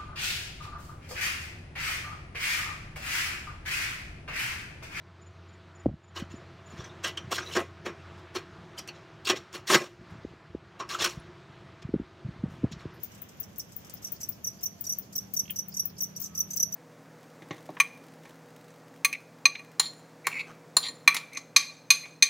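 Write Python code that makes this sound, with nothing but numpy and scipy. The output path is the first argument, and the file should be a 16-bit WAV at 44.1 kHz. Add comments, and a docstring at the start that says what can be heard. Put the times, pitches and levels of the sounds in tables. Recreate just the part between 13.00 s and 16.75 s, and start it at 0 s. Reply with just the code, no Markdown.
"""Stereo microphone at the rim of a leaf-lined rearing box: low outdoor air and hiss, a distant motor and
drone as swaying sines, and tiny feet on the litter as random grains. Close by, one insect gives a falling
tick near six times a second; dry noise scratches come between, then a male cricket warms up from scrapes
to ringing chirps near 6 kHz, each stroke a tone, octave and rasp. Lower wing scuffs and faint whines
follow; later a dry leaf gives twice and snaps in noise cracks. The box answers close sounds briefly."""
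import sys
import numpy as np
from scipy import signal
from scipy.fft import rfft, irfft, next_fast_len
from scipy.io import wavfile
from scipy.ndimage import map_coordinates

SR = 44100
rng = np.random.default_rng(int(sys.argv[2]) if len(sys.argv) > 2 else 0)


def transcribe(u):
    """Save the signal u as a 16-bit wav file named by the first command-line argument.

    u: samples, shape (n,) or (channels, n), limited to [-1, 1]; the rate is SR.
    q: integer samples, one column per channel.
    """
    v = np.clip(np.atleast_2d(u).T, -1, 1)
    q = np.round(v * 32767).astype(np.int16)
    wavfile.write(sys.argv[1], SR, q)


N = 165375  # samples, 3.75 s

# Outdoor air at the rim. Each row: frequency in Hz, relative level in dB.
AIR_COLOUR = [(15, -46), (28, -29), (50, -24.5), (69, -5), (188, -3), (306, -10.5), (600, -14.5),
              (849, -18.5), (1940, -24), (3300, -25.5), (4000, -31), (5200, -101)]
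# Left-right likeness of the air. Each row: frequency in Hz, correlation (1 is mono).
AIR_LIKENESS = [(60, 0.88), (150, 0.76), (300, 0.54), (1000, 0.017), (3000, 0.021)]
# Air above the split. Each row: time in seconds, gain in dB before the sway.
AIR_MIDS_GAIN = [(.3, 3.5), (.65, 0.3), (.88, 3.3), (1.5, -0.5), (3.1, -0.5), (3.75, -1)]
# Faint hiss. Each row: frequency in Hz, relative level in dB.
HISS_COLOUR = [(3000, -40), (4200, -4.5), (5500, 0), (6700, 0), (8000, -13.5), (10500, -13.5),
               (13000, -4.5), (15500, -17)]
# Side the hiss leans to. Each row: frequency in Hz, left minus right in dB.
HISS_LEAN = [(4000, -4), (8000, -5), (11000, 8.5), (15500, 11)]
# Distant motor lines. Each row: multiple of the firing rate, early level in dB, late level in dB.
MOTOR_LINES = [(5, -73, -56.5), (6, -64, -55)]
# The motor's rise from early to late level: start in seconds, end in seconds.
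MOTOR_SWELL_S = (1.47, 2.6)
# Tiny feet on dry leaves. Each row: time in seconds, middle level in dB.
PATTER_LEVEL = [(0, -56), (1.0, -54), (1.6, -62)]
# High ticks. Each row: start in seconds, level in dB before TICK_DB.
TICK_STROKES = [(0.032, -33), (0.216, -39), (0.399, -31), (0.581, -34.5), (0.762, -35.5), (0.936, -39),
                (1.118, -31), (1.288, -29), (1.462, -41), (1.634, -29), (1.807, -32), (1.983, -31),
                (2.158, -30), (2.335, -30), (2.504, -31), (2.681, -39), (2.853, -29), (3.019, -29),
                (3.198, -36), (3.213, -33), (3.388, -32), (3.56, -30), (3.738, -30)]
# Scrape within each tick. Each row: frequency in Hz, relative level in dB.
TICK_SCRAPE_COLOUR = [(4000, -24), (6000, -5.5), (10000, -19.5), (12000, -6), (13300, 6), (14400, 12),
                      (16000, -11)]
# Single dry scratches. Each row: start in seconds, level in dB before SCRATCH_DB.
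DRY_SCRATCHES = [(0.118, -55), (.149, -52.5), (0.288, -52), (0.56, -52), (0.691, -62), (.721, -50.5),
                 (.847, -50.5), (.868, -54), (.897, -45), (1.609, -49.5), (3.481, -59), (3.509, -65)]
# Closing wing strokes. Each row: time in seconds, pitch in Hz before the glide,
# tone level in dB before the trims, rasp level in dB before RASP_DB.
WING_STROKES = [(0.43, 5990, -48, -58), (0.595, 5890, -39, -52), (1.022, 6070, -55, -56),
                (1.045, 5860, -35, -54), (1.067, 5870, -41, -56), (1.206, 6130, -47, -47),
                (1.23, 5840, -34, -51), (1.443, 5950, -31, -56), (1.47, 5890, -29, -53),
                (1.63, 5830, -34, -52), (1.656, 5880, -30, -53), (1.841, 5860, -45, -48),
                (1.866, 5800, -34, -53), (1.894, 5880, -28, -51), (1.921, 5900, -27, -53),
                (2.125, 6070, -52, -54), (2.154, 5780, -34, -48), (2.179, 5830, -29, -52),
                (2.337, 6000, -51, -51), (2.364, 5880, -28, -49), (2.391, 5940, -23, -52),
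                (2.56, 5880, -34, -49), (2.587, 5910, -25, -53), (2.741, 5840, -42, -52),
                (2.767, 5850, -32, -51), (2.794, 5890, -23.5, -54), (2.982, 5760, -45, -53),
                (3.005, 5870, -31, -51), (3.031, 5890, -28, -51), (3.163, 5860, -36, -52),
                (3.198, 6070, -53, -54), (3.218, 5990, -43, -50), (3.238, 5930, -37, -50),
                (3.257, 6050, -40, -52), (3.35, 5830, -38, -52), (3.375, 5880, -29, -53),
                (3.402, 5890, -23, -51), (3.506, 6110, -35, -49), (3.533, 6100, -35, -50),
                (3.57, 5880, -31, -45), (3.598, 5910, -24, -50), (3.626, 5920, -22, -55),
                (3.723, 5890, -33, -52)]
# The file's rasp at the left port. Each row: frequency in Hz, relative level in dB.
RASP_COLOUR_LEFT = [(2500, -19.5), (4200, -25), (5000, 0), (6500, 2), (7400, -11), (8700, -9.5), (9600, -6),
                    (10600, -18.5), (12300, -0.5), (14000, -2.5), (16000, -6.5)]
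# The file's rasp at the right port. Each row: frequency in Hz, relative level in dB.
RASP_COLOUR_RIGHT = [(2500, -37), (4200, -10), (6500, -1.5), (7200, -6.5), (8000, 3.5), (8700, -28),
                     (9600, -6.5), (10600, -37), (13000, -18)]
# Lower wing scuffs. Each row: start in seconds, level in dB before SCUFF_DB.
WING_SCUFFS = [(.965, -55.5), (1.156, -55), (1.319, -53), (1.586, -55), (2.019, -57), (2.717, -49.5),
               (2.891, -56), (2.963, -55), (3.147, -57)]
# Faint distant whines. Each row: middle in seconds, half length in seconds, middle pitch in Hz,
# peak level in dB.
DISTANT_WHINES = [(1.71, 0.49, 668, -68), (3.352, 0.12, 1287, -66.5), (3.36, 0.095, 1140, -69),
                  (3.715, 0.055, 669, -64.5)]
# Cracks of the dry leaf. Each row: start in seconds, length in seconds, level in dB before SNAP_DB.
LEAF_CRACKS = [(2.454, 0.0088, -54.5), (2.479, 0.0043, -47.5), (2.4957, 0.0068, -41.5), (2.5, 0.011, -41.5),
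               (2.517, 0.0028, -47)]
# Colour of the leaf. Each row: frequency in Hz, relative level in dB.
LEAF_COLOUR = [(900, -46), (1500, -11), (1900, -8.5), (2450, 5.5), (2800, 4.5), (3170, 9), (3500, -7),
               (5000, -30)]
# Nearest wall echoes. Each row: mean delay in seconds, level in dB.
WALL_ECHOES = [(.0058, -5.5), (.0112, -15)]
# Ring of the box behind the chirps. Each row: 60 dB decay time in seconds, level in dB.
CHIRP_BOX_RING = [(.06, -7), (.25, -11)]
# Ring behind the ticks. Each row: 60 dB decay time in seconds, level in dB.
TICK_BOX_RING = [(.05, -3.5), (.13, -8)]
# Ring behind rasps, scuffs, scratches and feet. Each row: 60 dB decay time in seconds, level in dB.
RASP_BOX_RING = [(.05, -2), (.13, -7)]
# Ring behind the leaf. Each row: 60 dB decay time in seconds, level in dB.
LEAF_BOX_RING = [(.07, -10)]
# Top of the microphone's range. Each row: frequency in Hz, gain in dB.
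MICROPHONE_TOP = [(15500, 0), (15850, -11), (16500, -26)]

# All pans are left minus right in dB.
AIR_DB, AIR_PAN_DB, AIR_SPLIT_HZ, AIR_SWAY_DB = -53, -1.5, 900, .8
HISS_DB, HISS_SWAY_DB = -64, 2.8
MOTOR_HZ, MOTOR_DRIFT = 32.31, .0091  # mean firing rate, drift as a share of it
DRONE_HZ, DRONE_DB, DRONE_WAVER_HZ = 110, -63.5, 2.21
PATTER_PER_S, PATTER_SPREAD_DB, PATTER_FADE_S = 55, 4, .0015
TICK_START_HZ, TICK_SAG_HZ_PER_S, TICK_WAVER_HZ = 16070, 208000, 387
TICK_CATCH_S, TICK_CATCH_DB, TICK_GAP_S, TICK_S = .0022, -7, .0024, .0048
TICK_DB, TICK_PAN_DB, TICK_SCRAPE_DB = 7.8, 14.5, -11.5
SCRATCH_DB, SCRATCH_FADE_S = 5.5, .0064
STROKE_S, STROKE_RISE_S, STROKE_FALL_S = .012, .003, .0055
LEAD_S, LEAD_DB = .0043, 1  # the scraper bites early and sharp, before the wing rings
SAG_HZ, SAG_S, SETTLE_HZ = 740, .006, -160  # glide around each stroke's pitch
TONE_DB, TONE_PAN_DB, OCTAVE_DB, OCTAVE_PAN_DB = 2.2, -5, -11, 18
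TONE_ROUGH_DB, STROKE_SCATTER_DB, WAVER_HZ = 1.8, 1, 95
CLEAN_ABOVE_DB, WEAK_WAVER_HZ = -41, 270  # weak strokes do not lock to the wing's resonance
RASP_DB, RASP_S, RASP_RISE_S, RASP_FALL_S = 7.5, .019, .003, .0024
TOOTH_SCATTER_DB, SLIP_DB, SLIPS_PER_S = 2, 3.5, 330
SCUFF_HZ, SCUFF_WAVER_HZ, SCUFF_S, SCUFF_DB, SCUFF_PAN_DB = 5200, 520, .018, 6, -2
WHINE_WAVER_HZ, WHINE_WAVERS_PER_S = 20, 90
SNAP_DB, SNAP_PAN_DB = 2.5, -10
RING_BUILD_S, PORT_DELAY_S, PORT_SCATTER_S = .004, .00043, .000028
TOP_HZ = 16700  # band limit of the microphone


def amp(db):
    """Decibels to gain."""
    return 10 ** (np.asarray(db) / 20)


def unit(x):
    """Scale to rms 1."""
    return x / np.sqrt(np.mean(x ** 2) + 1e-20)


def along(points, hz):
    """Read a curve of (Hz, value) points on a log frequency axis."""
    f, value = np.transpose(points)
    return np.interp(np.log(hz + 1), np.log(f + 1), value)


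def pan(db):
    """Left and right gains for a left-minus-right level."""
    return unit(amp([[db / 2], [-db / 2]]))


def wobble(rate, size=N):
    """A smooth random curve, with rate knots a second."""
    knots = rng.standard_normal(size // 4)
    return map_coordinates(knots, [np.arange(size) * rate / SR], mode="wrap")


def noise(colour):
    """Coloured noise of rms 1."""
    gain = amp(along(colour, np.fft.rfftfreq(N, 1 / SR)))
    return unit(irfft(rfft(rng.standard_normal(N)) * gain, N))


def ages(size=4096):
    """Time axis of one short event, in seconds."""
    return np.arange(size) / SR


def swell(length, rise, fall):
    """Rounded attack, hold and release."""
    t = ages()
    attack = np.sin(np.pi / 2 * np.clip(t / rise, 0, 1))
    release = np.sin(np.pi / 2 * np.clip((length - t) / fall, 0, 1))
    return attack * release


def phase_of(hz, waver_hz, rate):
    """Phase of a wing whose pitch wavers from tooth to tooth."""
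    pitch = hz + waver_hz * wobble(rate, size=len(ages()))
    return 2 * np.pi * np.cumsum(pitch) / SR


def add(out, s, x):
    """Mix x into out at time s."""
    i = max(round(s * SR), 0)
    out[:, i:i + x.shape[1]] += x[:, :N - i]


def boxed(x, ring, walls=(), delay_s=PORT_DELAY_S, size=11000):
    """Direct sound, wall echoes and ring of the box, drawn anew at each call; each channel keeps its energy."""
    t = ages(size=size)
    response = np.zeros((2, size))
    for t60, db in ring:
        tail = rng.standard_normal((2, size)) * amp(-60 * t / t60) * np.clip(t / RING_BUILD_S, 0, 1)
        response += amp(db) * unit(tail) / np.sqrt(size)
    for delay, db in walls:
        arrivals = np.abs(delay * SR + rng.normal(0, 10, 2)).astype(int)
        response[[0, 1], arrivals] += amp(db)
    lag = abs(round(rng.normal(delay_s, PORT_SCATTER_S) * SR))  # the right port is farther away
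    response[[0, 1], [0, lag]] += 1
    y = signal.fftconvolve(x, response, axes=1)
    energy_in = np.sum(x ** 2, axis=1, keepdims=True)
    energy_out = np.sum(y ** 2, axis=1, keepdims=True)
    return y * np.sqrt(energy_in / energy_out)


def rasp(envelope):
    """Uneven tooth impacts in stick-slip clumps, coloured by the wing."""
    size = len(envelope)
    hz = np.fft.rfftfreq(size, 1 / SR)
    impacts = rng.standard_normal((2, size))
    tooth_db = TOOTH_SCATTER_DB * wobble(1286, size=size)
    slip_db = SLIP_DB * wobble(SLIPS_PER_S, size=size)
    colour = amp([along(RASP_COLOUR_LEFT, hz), along(RASP_COLOUR_RIGHT, hz)])
    grains = irfft(rfft(impacts * amp(tooth_db + slip_db)) * colour, size)
    return unit(envelope * grains) * np.sqrt(np.mean(envelope ** 2))


def line(hz, db):
    """A sine of given pitch and rms level."""
    return np.sqrt(2) * amp(db) * np.sin(2 * np.pi * np.cumsum(hz) / SR)


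def air():
    """Low outdoor rumble under a swelling midrange; mid and side noises set how alike the ports hear it."""
    hz = np.fft.rfftfreq(N, 1 / SR)
    turn = np.arccos(np.clip(along(AIR_LIKENESS, hz), -1, 1)) / 2
    mid, side = irfft(rfft([noise(AIR_COLOUR), noise(AIR_COLOUR)]) * [np.cos(turn), np.sin(turn)], N)
    whole = amp(AIR_DB) * pan(AIR_PAN_DB) * np.array([mid + side, mid - side])
    rumble = irfft(rfft(whole) / (1 + (hz / AIR_SPLIT_HZ) ** 4), N)
    mids_db = np.interp(np.arange(N) / SR, *np.transpose(AIR_MIDS_GAIN)) + AIR_SWAY_DB * wobble(26)
    return rumble + amp(mids_db) * (whole - rumble)


def hiss():
    """Faint swaying hiss: separate noise at each port, leaning to one side by frequency."""
    lean = amp(np.outer([.5, -.5], along(HISS_LEAN, np.fft.rfftfreq(N, 1 / SR))))
    level = amp(HISS_DB + HISS_SWAY_DB * wobble(23.92))
    return level * irfft(rfft([noise(HISS_COLOUR), noise(HISS_COLOUR)]) * lean, N)


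def motor_and_drone():
    """A distant motor hums louder on multiples of its drifting firing rate, over a low unsteady drone."""
    t = np.arange(N) / SR
    firing = MOTOR_HZ * (1 + MOTOR_DRIFT * wobble(6.14))
    out = line(DRONE_HZ + DRONE_WAVER_HZ * wobble(7.3), DRONE_DB + 2.6 * wobble(11))
    for multiple, early, late in MOTOR_LINES:
        db = np.interp(t, MOTOR_SWELL_S, (early, late)) + 0.15 * wobble(4.2)
        out += line(multiple * firing, db)
    return out


def patter():
    """Insects walking over the litter make tiny scratches at random, independent times."""
    draws = rng.standard_normal((400, 2))
    gaps = np.sum(draws ** 2, axis=1) / 2  # exponentially distributed, mean 1
    times = np.cumsum(gaps) / PATTER_PER_S
    sizes = np.clip(rng.standard_normal(len(times)), -2, 2)
    out, t = np.zeros((2, N)), ages(size=512)
    for s, size in zip(times, sizes):
        if s < N / SR:
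            db = np.interp(s, *np.transpose(PATTER_LEVEL)) + PATTER_SPREAD_DB * size
            add(out, s, amp(db) * rasp(np.exp(-t / PATTER_FADE_S)))
    return boxed(out, RASP_BOX_RING)[:, :N]


def ticker():
    """A much finer file catches, then gives one quick stroke of falling pitch."""
    out, t = np.zeros((2, N)), ages()
    catch = amp(TICK_CATCH_DB) * swell(TICK_CATCH_S, TICK_CATCH_S / 2, TICK_CATCH_S / 2)
    main = np.interp(t - TICK_GAP_S, t, swell(TICK_S, TICK_S / 2, TICK_S / 2))
    for s, db in TICK_STROKES:
        falling = TICK_START_HZ - TICK_SAG_HZ_PER_S * t
        tone = np.sin(phase_of(falling, TICK_WAVER_HZ, rate=6800))
        scrape = amp(TICK_SCRAPE_DB) * noise(TICK_SCRAPE_COLOUR)[:len(t)]
        stroke = pan(TICK_PAN_DB) * (np.sqrt(2) * tone + scrape) * (catch + main)
        add(out, s, amp(db + TICK_DB) * boxed(stroke, TICK_BOX_RING))
    return out


def scratches():
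    """A wing or leg catches briefly: a sharp, dry scratch that dies away exponentially."""
    out = np.zeros((2, N))
    for s, db in DRY_SCRATCHES:
        scratch = rasp(np.exp(-ages() / SCRATCH_FADE_S))
        add(out, s, amp(db + SCRATCH_DB) * boxed(scratch, RASP_BOX_RING))
    return out


def cricket():
    """Each stroke drags the scraper over the file: a falling tone, its octave and a rasp."""
    out, t = np.zeros((2, N)), ages()
    envelope = np.interp(t - LEAD_S, t, swell(STROKE_S, STROKE_RISE_S, STROKE_FALL_S))
    bite = amp(LEAD_DB) * swell(3 * LEAD_S, LEAD_S, 2 * LEAD_S)
    glide = SETTLE_HZ + SAG_HZ * np.exp(-t / SAG_S)
    for s, hz, tone_db, rasp_db in WING_STROKES:
        weak = np.clip((CLEAN_ABOVE_DB - tone_db) / 10 + .5, 0, 1)
        phase = phase_of(hz + glide, WAVER_HZ + weak * WEAK_WAVER_HZ, rate=1090)
        rough_db = TONE_ROUGH_DB * wobble(783, size=len(t))
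        scatter_db = STROKE_SCATTER_DB * wobble(225, size=len(t))
        grip = amp(rough_db + scatter_db)
        tone = amp(TONE_DB) * pan(TONE_PAN_DB) * np.sin(phase) * envelope
        octave = amp(OCTAVE_DB) * pan(OCTAVE_PAN_DB) * np.sin(2 * phase) * (envelope + bite)
        for partial in (tone, octave):
            ringing = boxed(grip * partial, CHIRP_BOX_RING, WALL_ECHOES)
            add(out, s - LEAD_S, np.sqrt(2) * amp(tone_db) * ringing)
        scrape = rasp(swell(RASP_S, RASP_RISE_S, RASP_FALL_S))
        add(out, s - LEAD_S / 2, amp(rasp_db + RASP_DB) * boxed(scrape, RASP_BOX_RING))
    return out


def scuffs():
    """Light wing contacts that barely ring: a wavering sine, lower than the chirps."""
    out = np.zeros((2, N))
    for s, db in WING_SCUFFS:
        wing = np.sin(phase_of(SCUFF_HZ, SCUFF_WAVER_HZ, rate=788)) * swell(SCUFF_S, SCUFF_S / 2, SCUFF_S / 2)
        add(out, s, amp(db + SCUFF_DB) * boxed(pan(SCUFF_PAN_DB) * wing, RASP_BOX_RING))
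    return out


def whines():
    """Faint distant whines come and go as wavering sines under bell-shaped swells."""
    t = np.arange(N) / SR
    out = np.zeros(N)
    for s, half, hz, db in DISTANT_WHINES:
        pitch = hz + WHINE_WAVER_HZ * wobble(WHINE_WAVERS_PER_S)
        out += line(pitch, db) * np.exp(-((t - s) / half) ** 2)
    return out


def leaf():
    """A dry leaf gives twice, then snaps in a quick run of cracks, each a burst of coloured noise."""
    out = np.zeros((2, N))
    for s, length, db in LEAF_CRACKS:
        envelope = swell(length, length / 3, length / 2)
        burst = noise(LEAF_COLOUR)[:len(envelope)] * envelope
        crack = unit(burst) * np.sqrt(np.mean(envelope ** 2))
        add(out, s, amp(db + SNAP_DB) * boxed(pan(SNAP_PAN_DB) * crack, LEAF_BOX_RING, delay_s=0))
    return out


def scene():
    """Everything heard at the rim of the box, near and far."""
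    near = cricket() + scuffs() + ticker() + leaf() + scratches() + patter()
    far = motor_and_drone() + whines() + air() + hiss()
    return near + far


def record(dry):
    """The microphone fades at the very top; nothing passes its band limit."""
    size = next_fast_len(N + SR // 2)
    hz = np.fft.rfftfreq(size, 1 / SR)
    gain = amp(along(MICROPHONE_TOP, hz)) * (hz < TOP_HZ)
    return irfft(rfft(dry, size) * gain, size)[:, :N]


dry = scene()
out = record(dry)
transcribe(out)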